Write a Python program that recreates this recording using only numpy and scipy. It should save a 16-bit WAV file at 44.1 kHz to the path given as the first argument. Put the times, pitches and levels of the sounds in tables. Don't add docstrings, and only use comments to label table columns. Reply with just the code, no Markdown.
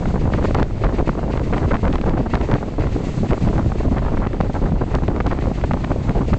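import sys
import numpy as np
from scipy import signal
from scipy.fft import rfft, irfft, next_fast_len
from scipy.io import wavfile
from scipy.ndimage import uniform_filter1d, map_coordinates

SR = 44100
rng = np.random.default_rng(int(sys.argv[2]) if len(sys.argv) > 2 else 0)


def store_pcm(level_fs):
    pcm = np.round(np.clip(level_fs, -1, 1) * 32767).astype(np.int16)
    wavfile.write(sys.argv[1], SR, np.atleast_2d(pcm).T)


N = 281358
TIME = np.arange(N) / SR

# centre in seconds, duration in seconds,
# relative level in dB, brightness in dB (more gives more treble).
HARD_EDDIES = [(0.057, 0.0041, -19, 4), (0.082, 0.0089, -23, -17), (0.145, 0.0092, -14, -11.5),
               (0.161, 0.0088, -18, -2), (0.198, 0.021, -27.5, -27), (0.243, 0.0053, -15, -16),
               (0.257, 0.0038, -6.5, -8), (0.278, 0.0071, -11.5, -11), (0.324, 0.0034, -12, -14),
               (0.338, 0.0068, -17, 3), (0.347, 0.0046, -15, -6), (0.388, 0.022, -18, -4.5),
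               (0.451, 0.018, -13, -6.5), (0.491, 0.016, -19, -19), (0.511, 0.0063, -7, -23),
               (0.552, 0.013, -7.5, -4), (0.567, 0.006, -9.5, -13), (0.584, 0.0058, -12, -4),
               (0.596, 0.021, -12.5, -5), (0.626, 0.0085, -5.5, -4.5), (0.818, 0.015, -22, -17),
               (0.853, 0.033, -14.5, -3), (0.894, 0.013, -19, -5), (0.936, 0.025, -18, -11.5),
               (0.996, 0.03, -14.5, -7), (1.025, 0.0079, -14, -22), (1.077, 0.0067, -10.5, -7),
               (1.093, 0.0066, -11.5, -8), (1.154, 0.006, -19, -10), (1.186, 0.022, -19, -7.5),
               (1.24, 0.022, -19.5, -12.5), (1.267, 0.014, -20, -19), (1.284, 0.0093, -18.5, -10.5),
               (1.305, 0.019, -21.5, -9), (1.338, 0.004, -4.5, -13.5), (1.36, 0.012, -19, -3),
               (1.377, 0.0046, -7.5, -3.5), (1.409, 0.029, -20.5, -12), (1.435, 0.0085, -22, -13),
               (1.473, 0.017, -20, -20), (1.51, 0.0058, -18, -15), (1.538, 0.024, -14.5, -3),
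               (1.572, 0.029, -18.5, -10), (1.639, 0.048, -21.5, -3.5), (1.685, 0.022, -24, -9.5),
               (1.717, 0.015, -12.5, -3), (1.746, 0.027, -15.5, -2.5), (1.846, 0.033, -15.5, -9),
               (1.877, 0.024, -18.5, -2.5), (1.899, 0.012, -21, -9), (1.941, 0.018, -19, -7),
               (1.957, 0.006, -3.5, -4), (1.988, 0.0052, -13.5, -6.5), (2.014, 0.0046, -12.5, -3),
               (2.039, 0.0053, -15, -5), (2.078, 0.039, -17, -7), (2.108, 0.006, -17, -11),
               (2.139, 0.0075, -16.5, -5), (2.176, 0.013, -17.5, -4), (2.202, 0.024, -16, -13),
               (2.265, 0.016, -18.5, -9.5), (2.347, 0.0258, -14, -1), (2.373, 0.01, -20, -5),
               (2.412, 0.013, -17.5, -5.5), (2.436, 0.024, -20, -14), (2.491, 0.0051, -13, -14),
               (2.502, 0.0077, -14, -6), (2.518, 0.0099, -11, -2.5), (2.536, 0.014, -13, 0),
               (2.557, 0.02, -13, -6.5), (2.584, 0.0087, -24, -3.5), (2.632, 0.011, -16.5, -6.5),
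               (2.686, 0.015, -22.5, -10), (2.787, 0.013, -16.5, -15), (2.812, 0.035, -23, -5.5),
               (2.84, 0.01, -17, -8.5), (2.859, 0.017, -20, -13), (2.871, 0.0071, -17.5, -3),
               (2.965, 0.0055, -11.5, -13), (2.984, 0.016, -25, -13), (3.005, 0.0072, -20, -12.5),
               (3.072, 0.0054, -15.5, -14), (3.092, 0.022, -29.5, -3), (3.241, 0.019, -16, -15.5),
               (3.324, 0.022, -7.5, -11), (3.345, 0.012, -16, -9.5), (3.379, 0.0057, -17.5, -9),
               (3.429, 0.012, -22, -24), (3.448, 0.05, -27, -5), (3.477, 0.011, -10, -9.0),
               (3.493, 0.0074, -16, -7), (3.507, 0.018, -16.5, -18), (3.536, 0.016, -20.5, -6),
               (3.561, 0.015, -19, -7), (3.59, 0.018, -15, -6.5), (3.663, 0.0065, -15.5, -8),
               (3.703, 0.0053, -23, -8), (3.722, 0.006, -17.5, -1.5), (3.758, 0.0082, -19.5, -9),
               (3.808, 0.011, -18, -11.5), (3.834, 0.0075, -23.5, -6), (3.858, 0.024, -18.5, -13),
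               (3.884, 0.0068, -18, -12), (3.916, 0.0091, -18.5, -8), (3.926, 0.0085, -20, -7.5),
               (3.978, 0.031, -21, -3), (4.025, 0.014, -23.5, -3), (4.05, 0.0043, -22.5, 3),
               (4.065, 0.0096, -20, -2.5), (4.083, 0.009, -20.5, -5.5), (4.123, 0.0092, -15, -14),
               (4.143, 0.016, -18, -8.5), (4.175, 0.013, -21.5, -4), (4.237, 0.04, -25, -0.5),
               (4.269, 0.0097, -16, -1.5), (4.339, 0.014, -22, -12), (4.408, 0.0086, -4.5, -7.5),
               (4.437, 0.0046, -10, -15.0), (4.459, 0.033, -24.5, -8.5), (4.501, 0.012, -18.5, -9.5),
               (4.559, 0.033, -20.5, -6), (4.581, 0.0039, -14, -13), (4.632, 0.033, -19, -10.5),
               (4.666, 0.021, -21, -3.5), (4.691, 0.02, -23, -10), (4.722, 0.0038, -12.5, -6.5),
               (4.741, 0.0073, -20, -18), (4.766, 0.035, -26, -11.5), (4.818, 0.016, -14, -8),
               (4.839, 0.0092, -20, -9.5), (4.916, 0.0042, -12.5, -15), (4.952, 0.024, -15.5, -3),
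               (4.987, 0.0036, -15, -5), (5.024, 0.0059, -21, -8), (5.036, 0.0083, -21, -3),
               (5.085, 0.0074, -9.5, -10.5), (5.103, 0.01, -23, -6), (5.116, 0.0066, -17.5, -9),
               (5.132, 0.0057, -25, -9), (5.151, 0.012, -21, -10), (5.176, 0.021, -20, -11),
               (5.205, 0.0046, -11.5, -1.0), (5.249, 0.012, -27, -3), (5.27, 0.021, -16, -2),
               (5.313, 0.015, -19.5, -3), (5.328, 0.011, -15, -6.5), (5.389, 0.0063, -15, -5),
               (5.427, 0.012, -14.5, -14.5), (5.441, 0.0037, -20, -4), (5.459, 0.0057, -18, -8),
               (5.477, 0.018, -18, -10), (5.517, 0.0062, -17, -14), (5.643, 0.011, -12, -4),
               (5.713, 0.0047, -10, -4), (5.741, 0.003, -7.5, -9), (5.771, 0.005, -17, -6),
               (5.797, 0.0026, -29, -5), (5.843, 0.0077, -24, 2), (5.907, 0.009, -18.5, -4.5),
               (5.918, 0.0054, -9.5, -6), (5.963, 0.0076, -16.5, -20), (6.097, 0.028, -19.5, -5.5),
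               (6.172, 0.046, -18.5, -9), (6.216, 0.018, -21, -2.5), (6.233, 0.0037, -17, -10),
               (6.287, 0.013, -17, -27), (6.337, 0.013, -16.5, 3)]
# centre in seconds, duration in seconds, relative level in dB.
BROAD_EDDIES = [(0.074, 0.023, -23), (0.162, 0.02, -28), (0.223, 0.018, -19), (0.365, 0.019, -24),
                (0.445, 0.011, -13.5), (0.584, 0.041, -14.5), (0.606, 0.023, -9), (0.861, 0.021, -18),
                (0.94, 0.014, -26), (1.001, 0.025, -23), (1.092, 0.029, -13), (1.525, 0.039, -20.5),
                (1.663, 0.054, -17.5), (1.744, 0.028, -19), (1.904, 0.025, -12.5), (1.957, 0.025, -16),
                (2.009, 0.019, -12.5), (2.08, 0.063, -18.5), (2.141, 0.022, -15.5), (2.212, 0.018, -13.5),
                (2.339, 0.015, -8.5), (2.538, 0.015, -3.5), (2.806, 0.014, -15), (2.955, 0.019, -15.5),
                (3.179, 0.017, -16), (3.209, 0.053, -14.5), (3.306, 0.024, -13), (3.438, 0.039, -13),
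                (3.476, 0.015, -12), (3.585, 0.044, -15), (3.668, 0.041, -17), (3.804, 0.019, -18.5),
                (3.88, 0.038, -25), (3.923, 0.02, -12.5), (4.004, 0.033, -19.5), (4.195, 0.014, -13),
                (4.649, 0.035, -15), (4.725, 0.032, -15), (4.962, 0.028, -20), (5.036, 0.028, -18.5),
                (5.101, 0.022, -16.5), (5.279, 0.018, -12), (5.7, 0.021, -16), (5.74, 0.035, -15.5),
                (5.91, 0.017, -15), (6.103, 0.023, -13), (6.215, 0.027, -13.5), (6.333, 0.026, -11.5)]
# time in seconds, relative peak in dB, low-pass cutoff in Hz.
SNAPS = [(0.2555, -15, 1400), (0.274, -23, 1590), (0.339, -19, 1800), (0.376, -24, 1300),
         (0.4271, -14, 1360), (0.4553, -16, 2190), (0.5099, -13, 1570), (0.5474, -6, 2620),
         (0.586, -16, 2570), (0.599, -17, 4500), (0.6297, -8, 3480), (0.8432, -11, 2070),
         (0.8627, -5, 1600), (0.9868, -18, 2400), (0.9923, -13, 2200), (1.0801, -9.5, 1700),
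         (1.3354, -17, 2100), (1.376, -11, 2300), (1.3961, -12.5, 1500), (1.5377, -13.5, 2100),
         (1.5812, -10, 1900), (1.7157, -15, 2000), (1.7436, -13, 2280), (1.7546, -18, 2000),
         (1.7678, -14, 1700), (1.8438, -13, 1460), (1.8541, -8.5, 1340), (1.8807, -11, 1900),
         (1.9292, -14, 3000), (1.9567, -13, 3620), (1.9829, -15, 2200), (2.014, -14.5, 3360),
         (2.062, -24, 1900), (2.0951, -14.5, 2380), (2.3452, -16, 3800), (2.3541, -8.5, 2800),
         (2.4126, -10.5, 1700), (2.488, -17, 1200), (2.5148, -16, 3530), (2.5208, -8, 1600),
         (2.5398, -11.5, 3230), (2.8687, -20.5, 2000), (3.308, -11.5, 1400), (3.333, -7, 1610),
         (3.4774, -19, 2570), (3.4876, -14.5, 1700), (3.58, -9, 1400), (3.9838, -16.5, 1900),
         (4.2705, -16.5, 2570), (4.3327, -16.5, 1590), (4.4074, -16, 2170), (4.4101, -13, 3350),
         (4.9512, -10.5, 4070), (4.9617, -26, 1400), (5.0357, -20, 1600), (5.0816, -13, 2070),
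         (5.1634, -13, 1340), (5.2071, -8, 1400), (5.2659, -14.5, 3780), (5.274, -22, 1900),
         (5.3142, -10.5, 1600), (5.3886, -15, 1570), (5.4251, -19, 1900), (5.614, -17.5, 1700),
         (5.641, -19, 2800), (5.7172, -15, 1980), (5.7354, -10.5, 1900), (5.8464, -9.5, 2100),
         (5.9177, -18, 1700), (6.0944, -11, 2070), (6.183, -12.5, 1600), (6.3381, -16, 3950)]
# time in seconds, relative dB of large eddies, then of smaller ones.
SLIPSTREAM = [(0, -20.5, -22), (0.55, -18, -22), (0.68, -18, -24), (0.78, -18, -28), (0.85, -18, -25),
              (1.15, -24, -25), (1.75, -18, -23.5), (2.2, -20.5, -25), (2.45, -20, -27.5),
              (2.54, -24, -18.5), (2.6, -29, -25), (2.85, -19, -29), (3.1, -28.5, -24.5), (3.3, -22.5, -27),
              (3.55, -19, -25.5), (4.1, -18, -26), (4.35, -21, -26.5), (4.7, -19, -28.5), (5.55, -21, -25),
              (5.95, -22, -24), (6.33, -16.5, -26.5)]
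# start in seconds, relative level in dB.
CHUFFS = [(0.055, -45), (0.179, -41), (0.304, -36.5), (0.422, -33.5), (0.55, -33.5), (0.674, -54),
          (0.798, -39), (0.919, -37), (1.043, -38), (1.169, -46), (1.293, -37.5), (1.416, -41),
          (1.54, -39.5), (1.663, -40), (1.787, -43), (1.911, -39), (2.035, -43), (2.159, -40.5),
          (2.282, -37), (2.406, -38), (2.53, -39), (2.655, -45.5), (2.78, -36.5), (2.899, -41.5),
          (3.025, -40), (3.148, -49), (3.271, -36.5), (3.397, -37.5), (3.52, -44.5), (3.643, -44.5),
          (3.766, -38.5), (3.891, -42.5), (4.015, -44), (4.14, -53), (4.264, -51), (4.387, -40.5),
          (4.512, -43), (4.637, -50), (4.762, -45), (4.886, -41.5), (5.011, -46), (5.135, -48),
          (5.26, -41.5), (5.385, -39), (5.525, -39), (5.635, -44.5), (5.78, -49), (5.886, -44),
          (6.012, -44), (6.137, -45), (6.261, -36.5)]
# time in seconds, relative level in dB.
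HISS_LEVELS = [(0.0, -45.5), (0.3, -49), (0.47, -46), (0.7, -50.5), (0.85, -52), (0.96, -49.5), (1.31, -50),
               (1.54, -47.5), (2.2, -51.5), (2.55, -48), (2.8, -51.5), (2.93, -47), (3.2, -43),
               (3.32, -47.5), (3.43, -44.5), (3.7, -48), (4.16, -52), (4.42, -54.5), (4.54, -49),
               (4.77, -52.5), (4.91, -50.5), (5.15, -52.5), (5.54, -49), (5.82, -49), (6.38, -48.5)]
# frequency in Hz, relative spectral density in dB.
RUMBLE_SPECTRUM = [(10, -22.5), (22, 1.5), (55, 2.5), (85, -1.5), (115, -3), (170, -22.5), (300, -80)]
THUD_SPECTRUM = [(60, -12), (100, -14), (130, 4), (210, -0.5), (290, -5.5), (400, -13), (800, -70)]
FLUTTER_SPECTRUM = [(200, -1.5), (320, 0.5), (500, -1), (700, -4), (1000, -7.5), (1400, -13.5),
                    (2000, -21.5), (2800, -35.5), (4000, -47), (8000, -79)]
CHIMNEY_SPECTRUM = [(1200, -11), (1600, -7), (1900, 3.5), (2200, 2), (2420, -3), (2650, 2.5), (2950, -6),
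                    (3600, -10), (4500, -7), (5400, -17.5), (8000, -37.5)]
STEAM_SPECTRUM = [(600, -3.5), (1500, 7.5), (2200, 8.5), (3000, 4.5), (3700, 5), (4600, 4), (5250, -0.5),
                  (5800, 0.5), (6400, 2), (7700, -0.5), (9000, -18.5)]
ROLLING_SPECTRUM = [(30, 8), (120, 1.5), (220, 1.5), (340, -5), (450, -9), (900, -21.5), (1500, -31.5),
                    (2100, -26.5), (4000, -35), (8000, -48)]


def wind(rumble_db=-0.18, thud_db=-1.5, flutter_db=-8.0, fitful_db=7.5):
    large_db, small_db = in_time(SLIPSTREAM)
    eddies = [*HARD_EDDIES, *weak_eddies()]
    strength, bright_db = buffets(eddies, small_db + flutter_db + fitful_db * np.tanh(drift(39)))
    broad = thumps()
    rumble_swell = swell(np.hypot(strength, broad), seconds=0.016, depth=0.49)
    rumble = from_db(large_db + rumble_db) * rumble_swell * steady(noise(RUMBLE_SPECTRUM), seconds=0.13)
    thud_swell = from_db(small_db + thud_db) * swell(strength, seconds=0.0011, depth=0.43)
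    thuds = np.hypot(thud_swell, broad) * steady(noise(THUD_SPECTRUM), seconds=0.027)
    return rumble + thuds + spent_gain() * turbulence(strength, bright_db) + snaps()


def weak_eddies(per_s=24, length_s=0.006, level_db=-2, clearance_s=0.0081):
    lateness, stretch, _, brightening = rng.uniform(-0.39, 1, (300, 4)).T
    s = (np.arange(len(lateness)) + lateness / 2) / per_s
    _, small_db = in_time(SLIPSTREAM)
    eddy_db = np.interp(s, TIME, small_db) + level_db
    bright_db = -12 + 7 * brightening
    rows = np.column_stack([s, length_s * np.exp(0.18 * stretch), eddy_db, bright_db])
    hard_s, hard_length = np.transpose(HARD_EDDIES)[:2]
    clear = np.all(np.abs(s[:, None] - hard_s) > hard_length / 2 + clearance_s, axis=1)
    return rows[clear & (s > 0) & (s < TIME[-1])]


def buffets(eddies, flutter_db, calm_bright_db=-7.5):
    power = from_db(flutter_db) ** 2
    weighted_brightness = power * calm_bright_db
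    for s, duration, level_db, bright_db in eddies:
        near, gate = passage(s, duration, rise_s=0.0005, fall_s=0.0015)
        eddy_power = (from_db(level_db) * gate) ** 2
        power[near] += eddy_power
        weighted_brightness[near] += eddy_power * bright_db
    return np.sqrt(power), weighted_brightness / power


def thumps(level_db=-3.5, edge_s=0.0017):
    power = np.zeros(N)
    for s, duration, thump_db in BROAD_EDDIES:
        near, gate = passage(s, duration, edge_s, edge_s)
        power[near] += (from_db(thump_db + level_db) * gate) ** 2
    return np.sqrt(power)


def passage(s, duration, rise_s, fall_s):
    near = slice(max(int((s - 2 * duration) * SR), 0), int((s + 2 * duration) * SR))
    t = TIME[near] - s
    arriving = (1 + np.tanh((t + duration / 2) / rise_s)) / 2
    leaving = (1 - np.tanh((t - duration / 2) / fall_s)) / 2
    return near, arriving * leaving


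def swell(strength, seconds, depth):
    return steady(np.abs(smooth(strength, seconds)) ** depth, seconds=0.29)


def turbulence(strength, bright_db, level_db=-1.5, tear_db=2.5, usual_bright_db=-4.5):
    tearing = np.clip(drift(190), -2, 2)
    tilt_db_per_octave = 0.89 * np.minimum(bright_db - usual_bright_db, 6.0) + 1.13 * tearing
    rest, air = smallest_eddies(), np.zeros(N)
    for hz, top_hz in zip(np.geomspace(250, 8000, 11), np.geomspace(300, 9600, 11)):
        band = signal.sosfiltfilt(flat_filter(3, top_hz), rest)
        rest = rest - band
        octaves = np.clip(np.log2(hz / 550), -0.6, 2.2)
        air += band * from_db(tilt_db_per_octave * octaves)
    torn = steady(air * from_db(tear_db * tearing), seconds=0.005)
    return from_db(level_db) * strength * torn


def smallest_eddies(per_s=1700, hiss_share=0.26):
    kicks = (rng.random(N) < per_s / SR) * rng.uniform(-0.86, 1, N)
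    return coloured(rms_one(kicks) + hiss_share * rng.standard_normal(N), FLUTTER_SPECTRUM)


def snaps(level_db=-2.5, leak_hz=600, shred_count=4, scatter_s=0.003, shred_share=0.5, size=1024):
    out = np.zeros(N + size)
    leaking = signal.sosfilt(flat_filter(1, leak_hz, "high"), signal.unit_impulse(size))
    for s, peak_db, cutoff_hz in SNAPS:
        kick = signal.sosfilt(flat_filter(3, cutoff_hz), leaking)
        kick *= from_db(peak_db + level_db) / kick.max()
        chance = rng.uniform(-0.98, 1, (1 + shred_count, 2))
        polarity = np.sign(chance[0, 0])
        shreds = chance[1:] * [scatter_s, shred_share]
        for late_s, share in [(0, polarity), *shreds]:
            start = int((s + late_s) * SR) - np.argmax(kick)
            out[start:start + size] += share * kick
    return out[:N]


def spent_gain(dip_db=-2, half_width_s=0.0044):
    nearness = np.zeros(N)
    for s, _, _ in SNAPS:
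        near, gate = passage(s, 2 * half_width_s, half_width_s / 2, half_width_s / 2)
        nearness[near] = np.maximum(nearness[near], gate)
    return from_db(dip_db * nearness)


def engine(chuff_db=-3.0, hiss_db=-0.5, waver_db=0.46, rise_s=0.031, decay_s=0.043):
    power = np.full(N, from_db(-54.5) ** 2)
    for s, level_db in CHUFFS:
        near = slice(int(s * SR), int((s + 0.5) * SR))
        t = np.abs(TIME[near] - s)
        opening = np.sin(np.pi / 2 * np.minimum(t / rise_s, 1)) ** 2
        decay = np.exp(-np.maximum(t - rise_s, 0) / decay_s)
        power[near] += (from_db(level_db) * opening * decay) ** 2
    chuffs = from_db(chuff_db) * np.sqrt(power) * chimney()
    steam_db, = in_time(HISS_LEVELS)
    pulsing = steady(power ** 0.16, seconds=0.48)
    hiss = from_db(steam_db + hiss_db + waver_db * drift(7.9)) * pulsing * noise(STEAM_SPECTRUM)
    return chuffs + hiss


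def chimney(wander=0.035, wander_hz=5.0):
    position = np.cumsum(1 + wander * np.tanh(drift(wander_hz)))
    return map_coordinates(noise(CHIMNEY_SPECTRUM), [position], order=3, mode="mirror")


def wheels(level_db=-29.5, waver_db=2.0):
    return from_db(level_db - waver_db * drift(5.3)) * noise(ROLLING_SPECTRUM)


def noise(spectrum):
    return coloured(rng.standard_normal(N), spectrum)


def coloured(source, spectrum):
    size = next_fast_len(N)
    hz = np.fft.rfftfreq(size, 1 / SR)
    point_hz, point_db = np.transpose(spectrum)
    gain = from_db(np.interp(np.log(hz + 1e-3), np.log(point_hz), point_db))
    return rms_one(irfft(rfft(source, size) * gain, size)[:N])


def drift(corner_hz):
    pole = np.exp(-2 * np.pi * corner_hz / SR)
    return rms_one(signal.lfilter([1], [1, -2 * pole, pole * pole], rng.standard_normal(N + SR))[SR:])


def flat_filter(order, hz, kind="low"):
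    return signal.butter(order, hz, kind, fs=SR, output="sos")


def steady(x, seconds):
    return x / np.sqrt(np.abs(smooth(x ** 2, seconds)) + 1e-9)


def smooth(x, seconds):
    size = max(int(seconds * SR), 1)
    return uniform_filter1d(uniform_filter1d(x, size), size)


def in_time(rows):
    s, *columns = np.transpose(rows)
    return [np.interp(TIME, s, column) for column in columns]


def rms_one(x):
    return x / np.sqrt(np.mean(x ** 2) + 1e-20)


def from_db(db):
    return 10 ** (np.asarray(db) / 20)


def scene():
    return (wind() + engine() + wheels())[None]


def record(dry, knee_db=-1.5, edge_db=18.5, squeeze=0.66, attack_s=0.0015, release_db_per_s=55,
           ceiling=0.45, hardness=3.45, cutoff_hz=8350):
    sensed = np.abs(dry[0] + from_db(edge_db) * np.gradient(dry[0]))
    over_db = np.maximum(20 * np.log10(sensed + 1e-9) - knee_db, 0) * squeeze
    recovery_db = release_db_per_s * TIME
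    duck_db = np.maximum.accumulate(over_db + recovery_db) - recovery_db
    pole = np.exp(-1 / (attack_s * SR))
    ducked = dry * from_db(-signal.lfilter([1 - pole], [1, -pole], duck_db))
    saturated = ducked / (1 + np.abs(ducked / ceiling) ** hardness) ** (1 / hardness)
    return signal.sosfilt(flat_filter(28, cutoff_hz), saturated)


dry = scene()
out = record(dry)
store_pcm(out)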